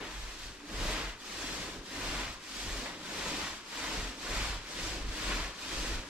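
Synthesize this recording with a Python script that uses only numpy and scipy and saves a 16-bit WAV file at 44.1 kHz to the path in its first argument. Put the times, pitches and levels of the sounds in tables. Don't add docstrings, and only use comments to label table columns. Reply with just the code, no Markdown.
import sys
import numpy as np
from scipy import signal
from scipy.fft import rfft, irfft, next_fast_len
from scipy.io import wavfile
from scipy.ndimage import uniform_filter1d

SR = 44100
rng = np.random.default_rng(int(sys.argv[2]) if len(sys.argv) > 2 else 0)


def int16_out(signal):
    q = np.round(np.clip(np.atleast_2d(signal).T, -1, 1) * 32767)
    wavfile.write(sys.argv[1], SR, q.astype(np.int16))


N = 268564


def seconds():
    return np.arange(N) / SR


def gain_of(db):
    return 10 ** (np.asarray(db) / 20)


def evened(x):
    return x / np.sqrt(np.mean(x ** 2) + 1e-20)


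def read(points, hz):
    f, value = np.transpose(points)
    return np.interp(np.log(hz + 1), np.log(f + 1), value)


def filtered(x, response_at):
    size = next_fast_len(N + 8192)
    spectrum = rfft(x, size) * response_at(np.fft.rfftfreq(size, 1 / SR))
    return irfft(spectrum, size)[..., :N]


def coloured(x, spectrum):
    return evened(filtered(x, lambda hz: gain_of(read(spectrum, hz))))


def snaps(per_s, spread_db):
    chance = np.clip(per_s / SR, 1e-4, 1)
    size = gain_of(spread_db * np.minimum(rng.exponential(1, N), 4))
    sign = rng.choice([-1, 1], N)
    fires = rng.random(N) < chance
    return evened(size * sign * fires / np.sqrt(chance))


def swells(events, squareness=2):
    t = seconds()
    power = 0
    for centre_s, width_s, level_db in events:
        distance = np.minimum(abs(2 * (t - centre_s) / width_s), 2 * np.pi)
        power = power + (gain_of(level_db) * np.exp(-distance ** squareness)) ** 2
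    return np.sqrt(power)


# (start_s, sizzle_db, rub_db, drum_db, push_peak_fraction, turn_level_db at start)
STROKES = [(-0.24, -50.5, -47, -66, 0.26, -63), (0.628, -44, -38, -42, 0.55, -60.5),
           (1.151, -43.5, -44, -44.5, 0.49, -66), (1.811, -43, -40.5, -44.5, 0.53, -59.5),
           (2.378, -43.7, -46, -47, 0.58, -59), (2.967, -42, -41, -43, 0.51, -55),
           (3.625, -42.5, -41, -46.5, 0.46, -58.5), (4.152, -41.5, -39, -45, 0.51, -53),
           (4.61, -43.5, -45.5, -45, 0.44, -56.5), (5.046, -41.8, -38.5, -46.5, 0.57, -52),
           (5.525, -42, -43.5, -45.5, 0.55, -54.5), (6.046, -43, -44, -47, 0.55, -55)]
LAST_TURN_S = 6.55


def travel(lag_s=0):
    turns_s = [row[0] for row in STROKES] + [LAST_TURN_S]
    done = np.interp(seconds() - lag_s, turns_s, np.arange(len(turns_s)))
    return np.minimum(done.astype(int), len(STROKES) - 1), done % 1


def stroke_gain(axis, power, turn_db=0, pushed=False):
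    rows = np.array(STROKES)
    stroke, along = travel()
    start_s, *_, push_peak, turn_level_db = rows.T
    if pushed:
        along = along ** (np.log(.5) / np.log(np.clip(push_peak[stroke], .05, .95)))
    rest = gain_of(np.interp(seconds(), start_s, turn_level_db) + turn_db)
    arch = gain_of(rows[stroke, axis]) * np.sin(np.pi * along) ** power
    return np.hypot(arch, rest)


# (freq_hz, relative_db_per_hz)
SIZZLE = [(300, -20.5), (1200, -4.5), (2500, -1.5), (3400, 0), (4500, 0), (6000, -3.5), (7800, -7),
          (9000, -13.5), (12400, -23), (15300, -40)]
# (freq_hz, relative_db_per_hz)
SPRAY = [(2000, -32), (5000, -4.5), (7700, 0), (9000, -4.5), (10700, -14), (12400, -6.5), (14000, -14.5),
         (15300, -31)]
# (centre_s, width_s, level_db)
WET_PATCHES = [(0.43, 0.12, -51.5), (0.88, 0.16, -44.5), (4.4, 0.091, -47.5), (4.86, 0.067, -43),
               (5.88, 0.04, -45.5)]
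SIZZLE_POWER = 0.85
SPRAY_FADE_DB_PER_S = 0.6


def paint(count=2):
    speed = np.hypot(stroke_gain(axis=1, power=SIZZLE_POWER), swells(WET_PATCHES))
    haste = evened(speed)
    sizzle = np.array([coloured(snaps(per_s=9000 * haste, spread_db=3.5), SIZZLE) for end in range(count)])
    spray = np.array([coloured(snaps(per_s=6000 * haste, spread_db=3.0), SPRAY) for end in range(count)])
    spray_gain = gain_of(-8.0 - SPRAY_FADE_DB_PER_S * seconds())
    return speed * (gain_of(3.0) * sizzle + spray_gain * haste ** 0.08 * spray)


# (freq_hz, relative_db_per_hz)
RUB = [(200, -13.5), (500, -3), (830, -2.5), (980, 1.5), (1300, -1), (1900, 0.5), (3000, -4.5),
       (4500, -11.5), (8000, -45), (15000, -48)]
# (centre_s, width_s, level_db)
SKIDS = [(0.02, 0.073, -42), (2.2, 0.056, -37.5), (2.865, 0.031, -36.5), (3.411, 0.043, -37),
         (5.315, 0.027, -34)]
RUB_POWER, TURN_RUB_DB = 1.09, 3


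def plaster(count=2):
    pressure = stroke_gain(axis=2, power=RUB_POWER, turn_db=TURN_RUB_DB, pushed=True)
    grit = np.array([coloured(snaps(per_s=3000, spread_db=3.0), RUB) for end in range(count)])
    return np.hypot(gain_of(-0.03) * pressure, swells(SKIDS)) * grit


# (freq_hz, relative_db_per_hz)
DRUM = [(40, -11), (75, 0.5), (120, -7.5), (160, -3), (230, -3.5), (290, 1), (360, -1.5), (520, -1.5),
        (750, -7.5), (1500, -41), (5000, -70)]
# (centre_s, width_s, level_db)
BUMPS = [(0.03, 0.089, -44.5), (0.69, 0.05, -45), (1.56, 0.08, -45.5), (1.76, 0.067, -45.5),
         (2.78, 0.099, -45), (3.93, 0.08, -45), (5.29, 0.036, -42.5)]
DRUM_POWER, TURN_DRUM_DB = 1.33, -1.5
LOW_DRUM_DB = 3.5


def roller():
    stroke, along = travel()
    height = np.cos(np.pi * (stroke + along))
    drumming = stroke_gain(axis=3, power=DRUM_POWER, turn_db=TURN_DRUM_DB)
    drumming = drumming * gain_of(-LOW_DRUM_DB * height)
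    knocks = coloured(snaps(per_s=1200, spread_db=1.13), DRUM)
    return gain_of(-2.0) * np.hypot(drumming, swells(BUMPS)) * knocks


def lumps(depth_db):
    t = np.arange(0, N + 256, 256) / SR
    wobble = sum(np.sin(2 * np.pi * (f * t + rng.random())) / f ** .25 for f in np.geomspace(6, 30, num=24))
    return gain_of(depth_db * np.interp(seconds(), t, evened(wobble)))


# (freq_hz, t60_s)
ROOM = [(100, 0.86), (300, 0.28), (1000, 0.38), (3000, 0.3), (7000, 0.21), (14000, 0.046)]


def response(early_db):
    noise = rng.choice([-1., 1.], (2, SR // 2))
    hz, at_s, z = signal.stft(noise, SR, nperseg=256)
    tail = gain_of(-60 * at_s / read(ROOM, hz)[:, None])
    early = gain_of(early_db) * np.exp(-at_s / 0.0061)
    z = rfft(signal.istft(z * np.hypot(tail, early), SR, nperseg=256)[1])
    z = z / np.sqrt(uniform_filter1d(abs(z) ** 2, size=16, axis=1))
    return irfft(z)[:, :SR * 2 // 5]


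def room(ends, count=14):
    place = seconds() * 53
    heard = np.zeros((2, N))
    for k in range(count):
        near = np.sin(np.pi / 2 * np.minimum((place - k) % count, 2))
        fed = np.float32(ends[k % 2] * near)[None]
        heard += signal.oaconvolve(fed, np.float32(response(early_db=7.0)), axes=1)[:, :N]
    return heard


# (freq_hz, relative_db_per_hz)
AIR = [(20, 3), (100, -24), (200, -0.5), (295, -5.5), (400, 0), (750, -14), (1050, -2.5), (3000, -11),
       (7000, -14), (15000, -36)]
AIR_DB = -55.5


def still_air():
    return gain_of(AIR_DB) * coloured(rng.standard_normal((2, N)), AIR)


# (centre_hz, width_hz at half lift, lift_db)
RINGS = [(135, 7.4, 2.5), (173.7, 17, 5), (217, 16, 6.5), (265, 13.7, 6.5), (294, 5.9, 3), (313, 26, 5.5),
         (369, 21, 2.5), (445, 16, -1.5), (489, 20, -2), (999, 11, 5), (1093, 27, 1.5), (1620, 40, 0),
         (2200, 53, -2)]


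def rings(hz):
    lift_db = sum(db / (1 + (2 * (hz - f) / width_hz) ** 2) for f, width_hz, db in RINGS)
    return gain_of(lift_db + 0.15)


# (centre_hz, width_hz at -6 dB, relative_db)
BOOM = [(26.4, 6.2, -5.5), (44.54, 9.4, 1.5), (88, 72, -19.5)]


def swing():
    def modes(hz):
        total = sum(gain_of(db) / (1 + 2j * (hz - f) / width_hz) ** 2 for f, width_hz, db in BOOM)
        return (hz > 0) * total

    wave = signal.hilbert(evened(filtered(rng.standard_normal(N), modes)))
    local_power = uniform_filter1d(abs(wave) ** 2, size=3000)
    return evened(wave.real / np.sqrt(local_power + 0.067))


# (centre_s, width_s, level_db)
SHOVES = [(0.22, 0.16, -43), (0.48, 0.12, -46.5), (0.85, 0.24, -37), (1.07, 0.15, -42.5),
          (1.79, 0.052, -44), (2.16, 0.35, -43), (2.72, 0.19, -40.5), (4.03, 0.15, -39),
          (4.44, 0.34, -38.5), (4.9, 0.24, -43), (5.07, 0.15, -37.5), (5.35, 0.27, -37.5), (5.8, 0.13, -39),
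          (5.94, 0.14, -37)]
SHAKE_DB, SHAKE_REST_DB = -51.5, -74
SHAKE_POWER, SHAKE_LAG_S = 1.7, 0.047


def wall():
    along = travel(SHAKE_LAG_S)[1]
    rolling = gain_of(SHAKE_DB) * np.sin(np.pi * along) ** SHAKE_POWER + gain_of(SHAKE_REST_DB)
    strength = np.hypot(rolling, swells(SHOVES, squareness=3.1))
    return gain_of(0.35) * strength * np.array([swing(), swing()])


# (centre_s, width_s, level_db)
HUM = [(0.64, 0.096, -52)]
HUM_HZ, HUM_WIDTH_HZ = 292, 14


def pole():
    noise = rng.standard_normal(N)
    ring = filtered(noise, lambda hz: 1 / (1 + 2j * (hz - HUM_HZ) / HUM_WIDTH_HZ) ** 2)
    return swells(HUM) * evened(np.cos(np.angle(signal.hilbert(ring))))


# (freq_hz, shared_amplitude_fraction)
LIKENESS = [(44, .993), (65, .93), (100, .88), (140, .8), (190, .97), (280, .996), (350, .945), (450, .95),
            (580, .895), (800, .78), (1100, .67), (1500, .63), (2500, .57), (3500, .47), (5000, .12),
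            (7500, .2), (11000, .08)]
# (freq_hz, left_minus_right_db)
BALANCE = [(300, -0.4), (1000, 0.9), (2000, 1.5), (3000, 3), (4600, 0), (6000, -2), (7700, 1.2), (9400, -2),
           (10600, -3.5), (12200, 1.2), (14500, 2)]
RIGHT_LEAD_S = 5.2e-5


def ports(pair):
    def same(hz):
        return np.clip(read(LIKENESS, hz), 0, 1)

    def right_gain(hz):
        return gain_of(-read(BALANCE, hz) / 2) * np.exp(2j * np.pi * hz * RIGHT_LEAD_S)

    right = filtered(pair[0], same) + filtered(pair[1], lambda hz: np.sqrt(1 - same(hz) ** 2))
    left = filtered(pair[0], lambda hz: gain_of(read(BALANCE, hz) / 2))
    return np.array([left, filtered(right, right_gain)])


def scene():
    ends = paint() + plaster() + roller()
    rolling = room(ends * lumps(depth_db=0.5))
    resonant = filtered(rolling + still_air(), rings)
    return ports(resonant + wall() + pole())


EDGE_HZ = 15300


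def record(dry):
    lowpass = signal.firwin(511, EDGE_HZ, window=("kaiser", 9), fs=SR)
    return signal.oaconvolve(dry, lowpass[None], "same")


dry = scene()
out = record(dry)
int16_out(out)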